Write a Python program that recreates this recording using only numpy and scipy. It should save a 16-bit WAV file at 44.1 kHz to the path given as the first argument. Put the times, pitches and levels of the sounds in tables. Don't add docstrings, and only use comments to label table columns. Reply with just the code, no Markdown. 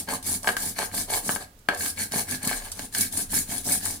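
import sys
import numpy as np
from scipy import signal
from scipy.fft import rfft, irfft
from scipy.io import wavfile
from scipy.ndimage import uniform_filter1d

SR = 44100
rng = np.random.default_rng(int(sys.argv[2]) if len(sys.argv) > 2 else 0)


def gain_from_db(level_db):
    decades = np.asarray(level_db, float) / 20
    return 10 ** decades


def dump_mix(stems):
    frames = np.atleast_2d(stems).T
    limited = np.clip(frames, -1, 1)
    pcm = np.round(limited * 32767).astype(np.int16)
    wavfile.write(sys.argv[1], SR, pcm)


N = 176400

# f/Hz, level/dB
ROOM_TONE = [(24, -28), (40, 3.5), (479, -18.5), (1240, -24.5), (1370, -40), (2500, -42), (3560, -41),
             (3930, -41.5), (16000, -33)]
ROOM_TONE_DB = -54
# t/s, level/dB
HANDLING_LEVEL = [(0, -53), (.75, -53), (1.2, -51), (1.45, -56.5), (2.25, -63), (2.6, -39), (2.95, -59),
                  (3.3, -49), (4, -50)]
# f/Hz, level/dB
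RUMBLE_COLOUR = [(10, -30), (21, -10), (28, 0), (35, -14), (45, -30), (100, -45)]
# f/Hz, t60/s
KITCHEN_DECAY = [(200, 0.28), (800, 0.31), (3000, 0.2), (10000, 0.21)]
KITCHEN_DB = -6.5
STAND_HZ, STAND_DB, STAND_SHAKE = 90.4, -47.5, 0.6

# start t/s, length/s, grit level/dB, muller ring level/dB,
# slab drag level/dB
STROKES = [
    (-.1, 0.15, -28.5, -45, -46.5),
    (0.061, 0.13, -30, -34, -34.5),
    (0.227, 0.17, -24, -43, -45.5),
    (0.412, 0.15, -31, -58, -39.5),
    (0.55, 0.2, -27.5, -45, -47),
    (0.742, 0.15, -29, -35.5, -43),
    (0.905, 0.16, -26.5, -43, -44),
    (1.067, 0.16, -27, -35.5, -34),
    (1.216, 0.18, -26.5, -44.5, -43.5),
    (1.382, 0.078, -40.5, -42.5, -44.5),
           (1.699, 0.09, -43, -39, -40), (1.758, 0.18, -26, -37.5, -45.5),
                  (1.951, 0.13, -27.5, -35.5, -47.5), (2.102, 0.15, -24.5, -32.5, -38),
                  (2.262, 0.13, -29, -35.5, -47), (2.391, 0.24, -30, -34, -40.5),
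                  (2.576, 0.16, -41.5, -45, -46.5), (2.71, 0.1, -48, -56, -55.5),
                  (2.749, 0.14, -36, -50, -47.5), (2.912, 0.19, -25, -37, -46.5),
                  (3.103, 0.16, -25.5, -41.5, -46.5), (3.282, 0.17, -22.5, -40, -45.5),
                  (3.455, 0.18, -28.5, -43, -47.5), (3.626, .18, -23, -38.5, -43.5),
                  (3.779, 0.22, -29.5, -43, -47.5)]
FLOOR_LEAN = [-38, -43.5, -40, -46.5, -45, -46, -40.5, -46.5, -41, -53, -71, -43.5, -42.5, -40, -38, -46,
              -57, -56, -48, -42, -41, -39, -43, -39, -44.5]
GRIT_POWER, BUMP_POWER, THUMP_POWER, BUMP_SKEW = 1.54, 2.14, 0.98, 0.83

# f/Hz, level/dB, t60/s, right lag/rad
FLOOR = [(159, 0.5, 0.029, 0.15), (215, 2, 0.057, 0.039), (257.3, -2, 0.063, 0.033),
         (357, -5.5, 0.021, 0.34)]
# f/Hz, level/dB, t60/s, right lag/rad
SLAB_MODES = [(421, -7, 0.04, 0.23), (486.7, -7.5, 0.087, 0.13), (617.5, 4, 0.019, 0.39),
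              (720.6, 3.5, 0.039, 0.35), (830, 10.5, 0.017, 0.46), (1012, 0.5, 0.017, 0.42)]
# f/Hz, level/dB, t60/s, right lag/rad
MULLER_MODES = [(1596, -6.5, 0.042, -2.87), (1642, -6.5, 0.052, -0.7), (1718, -8, 0.044, -0.4),
                (1997, 2, 0.01, 2.5), (2182, -3.5, 0.024, 1.13), (2652, -12, 0.053, 3.8),
                (2920, -1.5, 0.0072, 1.9), (4360, 1, 0.014, 1.12), (1233, -6.5, 0.0075, 1)]
# f/Hz, level/dB, t60/s, right lag/rad
CLACK_MODES = [(1594, 8.5, 0.019, -1.02), (1316, 3.5, 0.02, 1), (2180, -10, 0.0075, -0.43),
               (2826, -2.5, 0.012, -1.27), (4160, -14, 0.008, 0.42)]

# t/s, peak level/dB
SLAB_THUDS = [(0.08, -28), (0.142, -22.5), (0.604, -34), (0.661, -31.5), (0.773, -47), (0.814, -41),
              (0.961, -32), (1.256, -43), (1.289, -21.5), (1.683, -26), (2.113, -30), (2.155, -18),
              (2.33, -27.5), (2.435, -24.5), (2.467, -16.5), (2.794, -32), (2.951, -47), (2.99, -23.5),
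              (3.334, -28), (3.488, -27), (3.664, -23.5), (3.772, -29)]
THUD_DB, THUD_S = -7, 0.0038
# t/s, muller peak level/dB, slab level re muller/dB, tick level re muller/dB
STONE_KNOCKS = [(0.087, -30, 6.5, 0), (0.4445, -25.5, -3, -12), (0.4732, -10, -6.5, -13),
                (0.4781, -14, -12, -9), (0.4891, -10.5, -5, -31), (0.5672, -16, -16, -5),
                (0.7886, -18.5, -3, -3), (0.7988, -29.5, 6, -20), (0.8145, -29, 5.5, -22),
                (0.8195, -20, -8, -16), (0.829, -27.5, 5.5, -20), (0.915, -34, -17, -20),
                (0.941, -31.5, 3, -8), (1.2922, -14.5, -2, -29), (1.3605, -21.5, -2, -11),
                (1.6872, -7, -7.5, -21), (1.697, -27.5, -1, -20), (1.712, -30, 1, -18),
                (1.724, -27, 1, -20), (1.8603, -25.5, -25, 3), (2.1206, -28.5, -10, 4),
                (2.5126, -24, 4.5, -13), (2.793, -26, -5.5, 1), (2.9489, -23.5, -33, 4.5),
                (3.3343, -26, -14, -17), (3.8601, -28, -1.5, -6)]
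KNOCK_DB, RING_DB, KNOCK_THUMP_DB, CONTACT_HZ = 0.5, -8.5, -24.5, 6000
TICK_DB, TICK_S = 2.5, 0.0018
RATTLE_DB, RATTLE_S = -17, 0.012

BUMPS_PER_S, BUMP_SPREAD_DB, BUMP_FLICKER_DB, THUMP_FLICKER_DB = 700, 2, 0.5, 0
# t/s, peak level/dB, t60/s
SEED_SNAPS = [(0.2262, -34, 0.048), (0.2673, -26, 0.025), (0.4298, -33, 0.04), (0.601, -32, 0.054),
              (0.943, -30, .04), (1.5893, -51, 0.036), (1.6853, -32, 0.052), (1.7464, -31, 0.022),
              (1.7729, -32, .05), (1.7963, -33, .015), (2.3106, -21, .02), (2.4295, -24.5, 0.028),
              (2.4478, -26, 0.088), (2.474, -17, 0.032), (2.7167, -25, 0.052), (2.7626, -38, 0.016),
              (2.784, -61, 0.026), (2.925, -41, 0.046), (2.9823, -24, 0.033), (3.0076, -16.5, 0.062),
              (3.125, -26, 0.036), (3.173, -25, 0.032), (3.3113, -40, 0.043), (3.3204, -32, 0.033),
              (3.388, -22, 0.022), (3.647, -31, 0.06), (3.72, -17.5, 0.054), (3.8534, -21.5, 0.041)]
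SNAP_RISE_S = 0.0012
# f/Hz, level/dB
GRIT_COLOUR = [(1530, -24), (2600, -23), (3920, -11.5), (5780, -9.5), (6990, -6), (9840, 1), (12800, -9),
               (15000, -6.5), (16000, -23)]
GRIT_PER_S, GRIT_SPREAD_DB, GRIT_FLICKER_DB = 10000, 2.2, 1.5
PATCH_DB, BRIGHTEN = 4, 0.2

# f/Hz, level/dB
RIGHT_COLOUR = [(100, .1), (600, .8), (1500, -.7), (5000, 1.6), (8000, -.8), (13000, -1.9)]
EDGE_HZ = 16050


def evened(x):
    return x / np.sqrt(np.mean(x ** 2) + 1e-20)


def read(points, hz):
    f, value = np.transpose(points)
    return np.interp(np.log(hz + 1), np.log(f + 1), value)


def coloured(x, points):
    return irfft(rfft(x) * gain_from_db(read(points, np.fft.rfftfreq(N, 1 / SR))), N)


def flicker(seconds):
    size = max(round(seconds * SR), 2)
    once = uniform_filter1d(rng.standard_normal(N), size)
    return evened(uniform_filter1d(once, size))


def grains(per_s, spread_db):
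    size = gain_from_db(spread_db * np.minimum(rng.exponential(1, N), 4.5))
    return evened(size * (rng.random(N) < per_s / SR))


def body(modes, cut_hz):
    t = np.arange(8000) / SR
    ring = 0
    for hz, db, t60, lag in modes:
        lags = np.array([[0], [lag]])
        ring = ring + gain_from_db(db - 60 * t / t60) * np.sin(2 * np.pi * hz * t - lags)
    ring = ring * np.minimum(t * cut_hz * 3, 1)
    ring = signal.sosfilt(signal.butter(3, cut_hz, "high", fs=SR, output="sos"), ring)
    return ring / abs(ring).max()


def strike(x, ring):
    return signal.oaconvolve(x[None] * np.ones((2, 1)), ring, axes=1)[:, :N]


def pressure(column, power, skew=1):
    total_power = np.zeros(N)
    for row, lean_db in zip(STROKES, FLOOR_LEAN):
        start, length = row[:2]
        at = np.arange(max(round(start * SR), 0), min(round((start + length) * SR), N))
        u = np.clip((at / SR - start) / length, 0, 1)
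        arch = abs(np.sin(np.pi * u ** skew)) ** power
        total_power[at] += (gain_from_db([*row, lean_db][column]) * arch) ** 2
    return np.sqrt(total_power)


def patchy(x, speed, patch_db, brighten):
    hz, t, z = signal.stft(x, SR, nperseg=256)
    spots = uniform_filter1d(rng.standard_normal(z.shape), size=2, axis=1)
    spots = evened(uniform_filter1d(spots, size=9, axis=2))
    speed_then = np.interp(t, np.arange(N) / SR, speed)
    speed_db = np.clip(20 * np.log10(speed_then + 1e-9) + 28, -18, 6)
    tilt = brighten * speed_db * np.log2(np.maximum(hz, 2000) / 8000)[:, None]
    return signal.istft(z * gain_from_db(patch_db * spots + tilt), SR, nperseg=256)[1][:, :N]


def hush():
    a, b, c, d = rng.standard_normal((4, N))
    side = coloured(b - a, [(300, -91), (1400, 18), (16000, 7)])
    air = evened(coloured(np.array([a, a + side]), [(5, -64)] + ROOM_TONE + [(17000, -65)]))
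    s, db = np.transpose(HANDLING_LEVEL)
    shake = evened(coloured(np.array([c + 0.19 * d, c - 0.14 * d]), RUMBLE_COLOUR))
    return gain_from_db(ROOM_TONE_DB) * air + gain_from_db(np.interp(np.arange(N) / SR, s, db)) * shake


def kitchen(x):
    taps = np.zeros((2, SR // 2))
    at = np.arange(200, SR // 2 - 20, 20) + rng.integers(0, 20, (2, (SR // 2 - 201) // 20))
    np.put_along_axis(taps, at, rng.choice([-1., 1.], at.shape), 1)
    hz, t, z = signal.stft(taps, SR, nperseg=256)
    z[1, :3] = z[0, :3]
    decay = gain_from_db(-60 * t / read(KITCHEN_DECAY, hz)[:, None])
    tail = signal.istft(z * decay, SR, nperseg=256)[1]
    return signal.fftconvolve(x, tail / np.linalg.norm(tail[0]), axes=1)[:, :N]


def stand():
    shape = [(STAND_HZ * k, db) for k, db in [(.6, -35), (.9, -6), (1, 0), (1.12, -6), (1.6, -35)]]
    shake = uniform_filter1d(pressure(column=5, power=THUMP_POWER), 3000)
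    hum = evened(coloured(rng.standard_normal(N), shape))
    sides = np.array([hum, hum + 0.06 * np.roll(hum, shift=3000)])
    return gain_from_db(STAND_DB) * sides * (evened(abs(shake)) + 0.069) ** STAND_SHAKE


def thuds(floor_ring):
    push, soft = np.zeros(N), np.hanning(round(THUD_S * SR))
    for s, db in SLAB_THUDS:
        push[round(s * SR)] = gain_from_db(db + THUD_DB)
    return strike(np.convolve(push, soft / soft.sum() * 2)[:N], floor_ring)


def knocks(muller_ring, slab_ring, floor_ring):
    muller, slab, tick = np.zeros((3, N))
    t = np.arange(2000) / SR
    chance = rng.standard_normal((len(STONE_KNOCKS), 2000))
    for (s, db, slab_db, tick_db), z in zip(STONE_KNOCKS, chance):
        blow = gain_from_db(RATTLE_DB - 11.0 * t / RATTLE_S) * z * (abs(z) > 2.3) / 2
        blow[0] = -1
        at = slice(round(s * SR), round(s * SR) + 2000)
        muller[at] += gain_from_db(db) * blow
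        slab[at] += gain_from_db(db + slab_db) * blow
        tick[at] += gain_from_db(db + tick_db + TICK_DB - 4.6 * t / TICK_S)
    band = signal.butter(1, [3000, 12000], "band", fs=SR)
    bright = signal.lfilter(*band, tick * rng.standard_normal((2, N)))
    rings = strike(muller, gain_from_db(RING_DB) * muller_ring)
    rings = rings + strike(muller, body(CLACK_MODES, cut_hz=1660)) + strike(slab, slab_ring)
    rings = signal.lfilter(*signal.butter(2, CONTACT_HZ, fs=SR), rings)
    return gain_from_db(KNOCK_DB) * rings + gain_from_db(KNOCK_THUMP_DB) * strike(muller, floor_ring) + bright


def bumps(ring, column, power, per_s, flicker_db, skew=1):
    hits = grains(per_s, BUMP_SPREAD_DB) * rng.standard_normal(N) * gain_from_db(flicker_db * flicker(0.0012))
    return strike(evened(hits) * pressure(column, power, skew), ring / np.linalg.norm(ring[0]))


def grit():
    unsteady = gain_from_db(GRIT_FLICKER_DB * flicker(0.013) + 0.53 * flicker(0.031))
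    size = grains(GRIT_PER_S, GRIT_SPREAD_DB) * unsteady
    speed = pressure(column=2, power=GRIT_POWER, skew=1.0)
    drive = evened(size) * speed
    t = np.arange(1200) / SR
    for s, db, t60 in SEED_SNAPS:
        snap = gain_from_db(db + 1.5 - 60 * t / t60) * np.minimum(t / SNAP_RISE_S, 1)
        part = drive[round(s * SR):][:1200]
        part += snap[:len(part)]
    z = rng.standard_normal((2, N))
    paths = np.array([z[0], 0.3 * np.roll(z[0], shift=5) + z[1]])
    rasp = coloured(drive * paths / paths.std(axis=1)[:, None], [(20, -53), (1500, -23.5)] + GRIT_COLOUR)
    rasp = patchy(rasp, speed, PATCH_DB, BRIGHTEN)
    return rasp * np.sqrt(np.mean(drive ** 2) / np.mean(rasp ** 2))


def scene():
    muller, slab = body(MULLER_MODES, cut_hz=1480), body(SLAB_MODES, cut_hz=371)
    floor = body(FLOOR, cut_hz=126)
    stroke = dict(power=BUMP_POWER, per_s=BUMPS_PER_S, flicker_db=BUMP_FLICKER_DB, skew=BUMP_SKEW)
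    stones = bumps(muller, column=3, **stroke) + bumps(slab, column=4, **stroke)
    stones = patchy(stones, np.ones(N), patch_db=3.5, brighten=0)
    thumps = bumps(floor, column=5, power=THUMP_POWER, per_s=3200, flicker_db=THUMP_FLICKER_DB)
    near = thuds(floor) + knocks(muller, slab, floor) + thumps + stones + grit()
    return hush() + gain_from_db(KITCHEN_DB) * kitchen(near) + stand() + near


def roll_off(x):
    return signal.sosfilt(signal.butter(12, 16100, fs=SR, output="sos"), x)


def record(dry):
    ports = np.array([dry[0], coloured(dry[1], RIGHT_COLOUR)])
    edge = signal.firwin(511, EDGE_HZ, window=("kaiser", 9), fs=SR)
    mix = signal.oaconvolve(ports, edge[None], "same", axes=1)
    return roll_off(mix)


dry = scene()
out = record(dry)
dump_mix(out)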